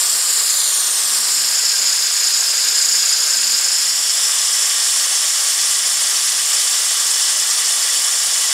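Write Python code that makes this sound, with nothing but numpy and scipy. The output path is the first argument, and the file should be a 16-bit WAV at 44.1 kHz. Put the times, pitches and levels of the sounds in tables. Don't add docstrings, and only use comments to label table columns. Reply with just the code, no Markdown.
import sys
import numpy as np
from scipy import signal
from scipy.fft import rfft, irfft
from scipy.io import wavfile
from scipy.ndimage import uniform_filter1d

SR = 44100
rng = np.random.default_rng(int(sys.argv[2]) if len(sys.argv) > 2 else 0)


def wrap_up_sound(samples):
    columns = np.atleast_2d(samples).T
    tamed = np.clip(columns, -1, 1)
    steps = np.round(tamed * 32767).astype(np.int16)
    wavfile.write(sys.argv[1], SR, steps)


N = 376173

# pitch_hz, nozzle_db, bench_db, drawn_back_db
JET_COLOUR = [(347, -79, -81, -81.5), (457, -71.5, -72.5, -74), (725, -70, -72, -68.5),
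              (1030, -68, -68, -69), (2630, -68, -64.5, -65.0), (4040, -61.4, -63.4, -62),
              (5130, -66, -58, -56.5), (8200, -54.5, -57.5, -56.5), (9780, -56, -63, -56.5),
              (10690, -69, -71.5, -67.5), (12600, -63, -64.5, -67.5), (13750, -68.9, -71.1, -72.4),
              (14500.0, -82.5, -86.8, -88.8), (15300.0, -77, -79, -79.7)]
# pitch_hz, width_hz, nozzle_db, bench_db, drawn_back_db
NOZZLE_RESONANCES = [(404, 43, 4, 4.5, 5), (1095, 53, 4.5, -2, 6.5), (1189, 120, 7, 2.5, 7),
                     (1613, 230, 3.5, 6.5, 3), (1887, 330, 3.5, 0.6, 6), (2970, 240, 1.5, 1.5, 5.5),
                     (3425, 360, 4, 5, 7), (4300, 260, 6, 3, 1), (4610, 145, 4.5, 3.5, 4),
                     (4944, 320, 7, 6, -1), (5323, 550, 8, 5, 5.5), (6900, 240, 1, 7.5, 3),
                     (7240, 300, 8, 4.5, 3), (7560, 380, 1, 1.8, 5), (9110, 290, 5.5, -0.2, 5),
                     (9760, 260, .3, 5, 3), (11130, 500, 0.5, 1, -3.5), (12100, 500, 1.5, -5.5, 2.5)]
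JET_DB = -16
FRAME, HOP = 1024, 256
SWING_TILT_DB = .3
FILL_FROM_S, FILL_DB_PER_S, FILL_BELOW_HZ = 6.5, .9, 1500


def jet(bass_hz=290, bass_order=1.75, pivot_hz=6000):
    source = turbulence()
    echoed = [shelves(source) for _ in range(3)]
    hz, t, bands = signal.stft(echoed, SR, nperseg=FRAME, noverlap=FRAME - HOP)
    place = microphone_place(t)
    level_db, _, _ = heard_at(place)
    shares = np.maximum(1 - abs(np.clip(place, 0, 2) - np.arange(3)[:, None]), 0)
    bands = (bands * shares[:, None]).sum(0)

    colour_db = read(JET_COLOUR, hz).T
    for centre, width, *heights_db in NOZZLE_RESONANCES:
        colour_db = colour_db + np.outer(bell_curve(hz, centre, width), heights_db)

    between = np.sin(np.pi * place) ** 2
    octaves = np.log2(np.maximum(hz, bass_hz) / pivot_hz)
    tilt_db = SWING_TILT_DB * np.outer(octaves, between)
    low_part = np.exp(-(hz / FILL_BELOW_HZ) ** 2)
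    fill_db = FILL_DB_PER_S * np.outer(low_part, np.maximum(t - FILL_FROM_S, 0))
    bass = np.minimum(hz[:, None] / bass_hz, 1) ** bass_order

    total_db = colour_db @ shares + level_db + tilt_db + fill_db + comb_db(hz, t)
    hiss = signal.istft(bands * gain_of(total_db) * bass, SR, nperseg=FRAME, noverlap=FRAME - HOP)[1][:N]
    return gain_of(JET_DB) * evened(hiss)


# pitch_hz, depth_factor
THROB_BANDS = [(3800, -0.23), (5000, 0.95), (5900, 0.3), (6800, 1.57), (8000, 0.7), (9100, 0.5),
               (9900, -2.5), (11000, 0.8), (14000, .2)]
THROB_HZ, THROB_SAG_HZ_PER_S = 29.78, 0.269


def turbulence(eddy_db=0.62, grit_db=0.97, surge_db=0.29, surge_hz=14, throb_gain=1.18, flutter_db=0.53):
    hz, t, bands = signal.stft(rng.standard_normal(N), SR, nperseg=256, noverlap=192)
    _, depth, _ = heard_at(microphone_place(t))
    rate = THROB_HZ - THROB_SAG_HZ_PER_S * t
    phase = 2 * np.pi * np.cumsum(rate) * t[1]
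    share = read(THROB_BANDS, hz).T
    throb = 1 + throb_gain * share * depth * np.cos(phase)

    eddies_db = eddy_db * patches(bands.shape, frames_size=16, bins_size=10)
    eddies_db = eddies_db + grit_db * patches(bands.shape, frames_size=2, bins_size=12)
    flutter = abs(share) * patches(bands.shape, frames_size=18, bins_size=26)
    eddies_db = eddies_db + flutter_db * flutter

    hiss = signal.istft(bands * throb * gain_of(eddies_db), SR, nperseg=256, noverlap=192)[1][:N]
    return hiss * gain_of(surge_db * wander(surge_hz))


# time_s, place
MICROPHONE_PATH = [(0, 0), (.4, .22), (1.25, .16), (1.6, 0.95), (3.55, 1.01), (4.3, 1.93)]


def microphone_place(t):
    place, = follow(MICROPHONE_PATH, t)
    return place


# place, level_db, throb_depth, notch_spacing_hz
PLACE_SETTINGS = [(0, .2, .15, 2600), (.22, .1, .14, 2750), (1, .1, 0.19, 2500), (1.6, -1.2, .12, 2350),
                  (2, -.3, .08, 2100)]


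def heard_at(place):
    return follow(PLACE_SETTINGS, place)


# pitch_hz, share
SURFACE_REFLECTANCE = [(2000, .05), (5000, 1.05), (9000, 1.1), (11000, .55), (15000, .25)]
# time_s, middle_notch_hz, depth_db
NOTCH_SLIDE = [(0, 9370, 6), (.45, 8680, 9.5), (.7, 7940, 11), (.9, 7620, 7.5), (1.1, 6730, 4.5),
               (1.35, 6100, 5.5), (1.9, 5800, 5.8), (3.55, 5820, 6), (4.1, 6400, 7), (4.6, 6700, 3),
               (5.5, 7000, 0)]
CREST_HZ, CREST_RISE_HZ, CREST_BEND = 4980, 1400, .6
CREST_DB, CREST_FADE_HZ = 3.2, 2600
CREST_SHARE_FAR = .2


def comb_db(hz, t, notch_width=.4, crest_width_hz=550):
    middle, depth_db = follow(NOTCH_SLIDE, t)
    place = microphone_place(t)
    _, _, spacing = heard_at(place)
    off_notch = np.sin(np.pi * (hz[:, None] - middle) / spacing)
    notch = 1 / (1 + (off_notch / notch_width) ** 2)
    average = notch_width / np.hypot(1, notch_width)
    notches_db = depth_db * read(SURFACE_REFLECTANCE, hz).T * (average - notch)

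    raised = middle - middle.min()
    crest_hz = CREST_HZ + CREST_RISE_HZ * (raised / raised.max()) ** CREST_BEND
    crest = bell_curve(hz[:, None], crest_hz, crest_width_hz)
    crest_share = np.interp(place, [0, 2], [1, CREST_SHARE_FAR])
    crest_db = CREST_DB * crest_share * np.exp(-(raised / CREST_FADE_HZ) ** 2)
    return notches_db + crest_db * crest


def shelves(x, wet_db=-9.0, t60=0.053, lowest_hz=1100):
    t = np.arange(SR // 8) / SR
    taps = rng.standard_normal(len(t)) * gain_of(-60 * t / t60) * (t > .003)
    taps = signal.lfilter(*signal.butter(1, lowest_hz, "high", fs=SR), taps)
    echoes = signal.fftconvolve(x, taps / np.linalg.norm(taps))[:N]
    wet = gain_of(wet_db)
    return (x + wet * echoes) / np.hypot(1, wet)


# middle_s, length_s, multiple_of_turning_rate, level_db
FAN_HUMS = [(2.3, 1.4, 2, -69), (4.4, .6, 2, -70.5), (6.1, 1.4, 2.79, -66), (6.1, 1.4, 2.26, -72),
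            (6.4, 1.8, 4.31, -66), (8.2, 1.6, 2, -71)]
# middle_s, length_s, level_db
BLADE_SWELLS = [(.05, 0.25, -63), (1.14, .24, -57), (1.47, .24, -57), (1.85, .15, -58), (2.62, .18, -59),
                (2.97, .2, -60), (3.47, 0.27, -56), (3.94, .2, -60), (4.38, .2, -63)]
FAN_HZ, FAN_SAG_HZ_PER_S = 78.6, 1.17
BLADES = 3
BLADE_NEAR_DB, BLADE_FAR_DB = -66.5, -78


def fan(shaft_db=-83, twice_db=-80, waver_db=2.5):
    t = np.arange(N) / SR
    angle = 2 * np.pi * np.cumsum(FAN_HZ - FAN_SAG_HZ_PER_S * t) / SR
    blade_db = np.interp(microphone_place(t), [0, 2], [BLADE_NEAR_DB, BLADE_FAR_DB])
    tones = gain_of(shaft_db) * np.sin(angle)
    tones = tones + gain_of(twice_db) * np.sin(2 * angle)
    tones = tones + gain_of(blade_db) * np.sin(BLADES * angle)
    for middle, length, multiple, db in FAN_HUMS:
        tones = tones + gain_of(db) * swell(t, middle, length) * np.sin(multiple * angle)
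    for middle, length, db in BLADE_SWELLS:
        tones = tones + gain_of(db) * swell(t, middle, length) * np.sin(BLADES * angle)
    return np.sqrt(2) * tones * gain_of(waver_db * wander(rate_hz=5.5))


def swell(t, middle, length):
    return np.exp(-(2 * (t - middle) / length) ** 2)


def bell_curve(hz, centre, width):
    return 1 / (1 + (2 * (hz - centre) / width) ** 2)


def patches(shape, frames_size, bins_size):
    field = uniform_filter1d(rng.standard_normal(shape[::-1]), frames_size, axis=0)
    return evened(uniform_filter1d(field, bins_size, axis=1)).T


def wander(rate_hz):
    hz = np.fft.rfftfreq(N, 1 / SR)
    spectrum = rfft(rng.standard_normal(N)) / (1 + (hz / rate_hz) ** 2)
    return evened(irfft(spectrum, N))


def follow(rows, x):
    points, *columns = np.transpose(rows)
    return [np.interp(x, points, column) for column in columns]


def read(rows, hz):
    f, *columns = np.transpose(rows)
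    return np.array([np.interp(np.log(hz + 1), np.log(f), column) for column in columns])


def gain_of(db):
    return 10 ** (np.asarray(db) / 20)


def evened(x):
    return x / np.sqrt(np.mean(x ** 2) + 1e-20)


def scene():
    return np.tile(jet() + fan(), (2, 1))


EDGE_HZ = 15720


def record(dry):
    low_pass = signal.firwin(1023, EDGE_HZ, window=("kaiser", 9), fs=SR)
    return signal.oaconvolve(dry, low_pass[None], "same")


dry = scene()
out = record(dry)
wrap_up_sound(out)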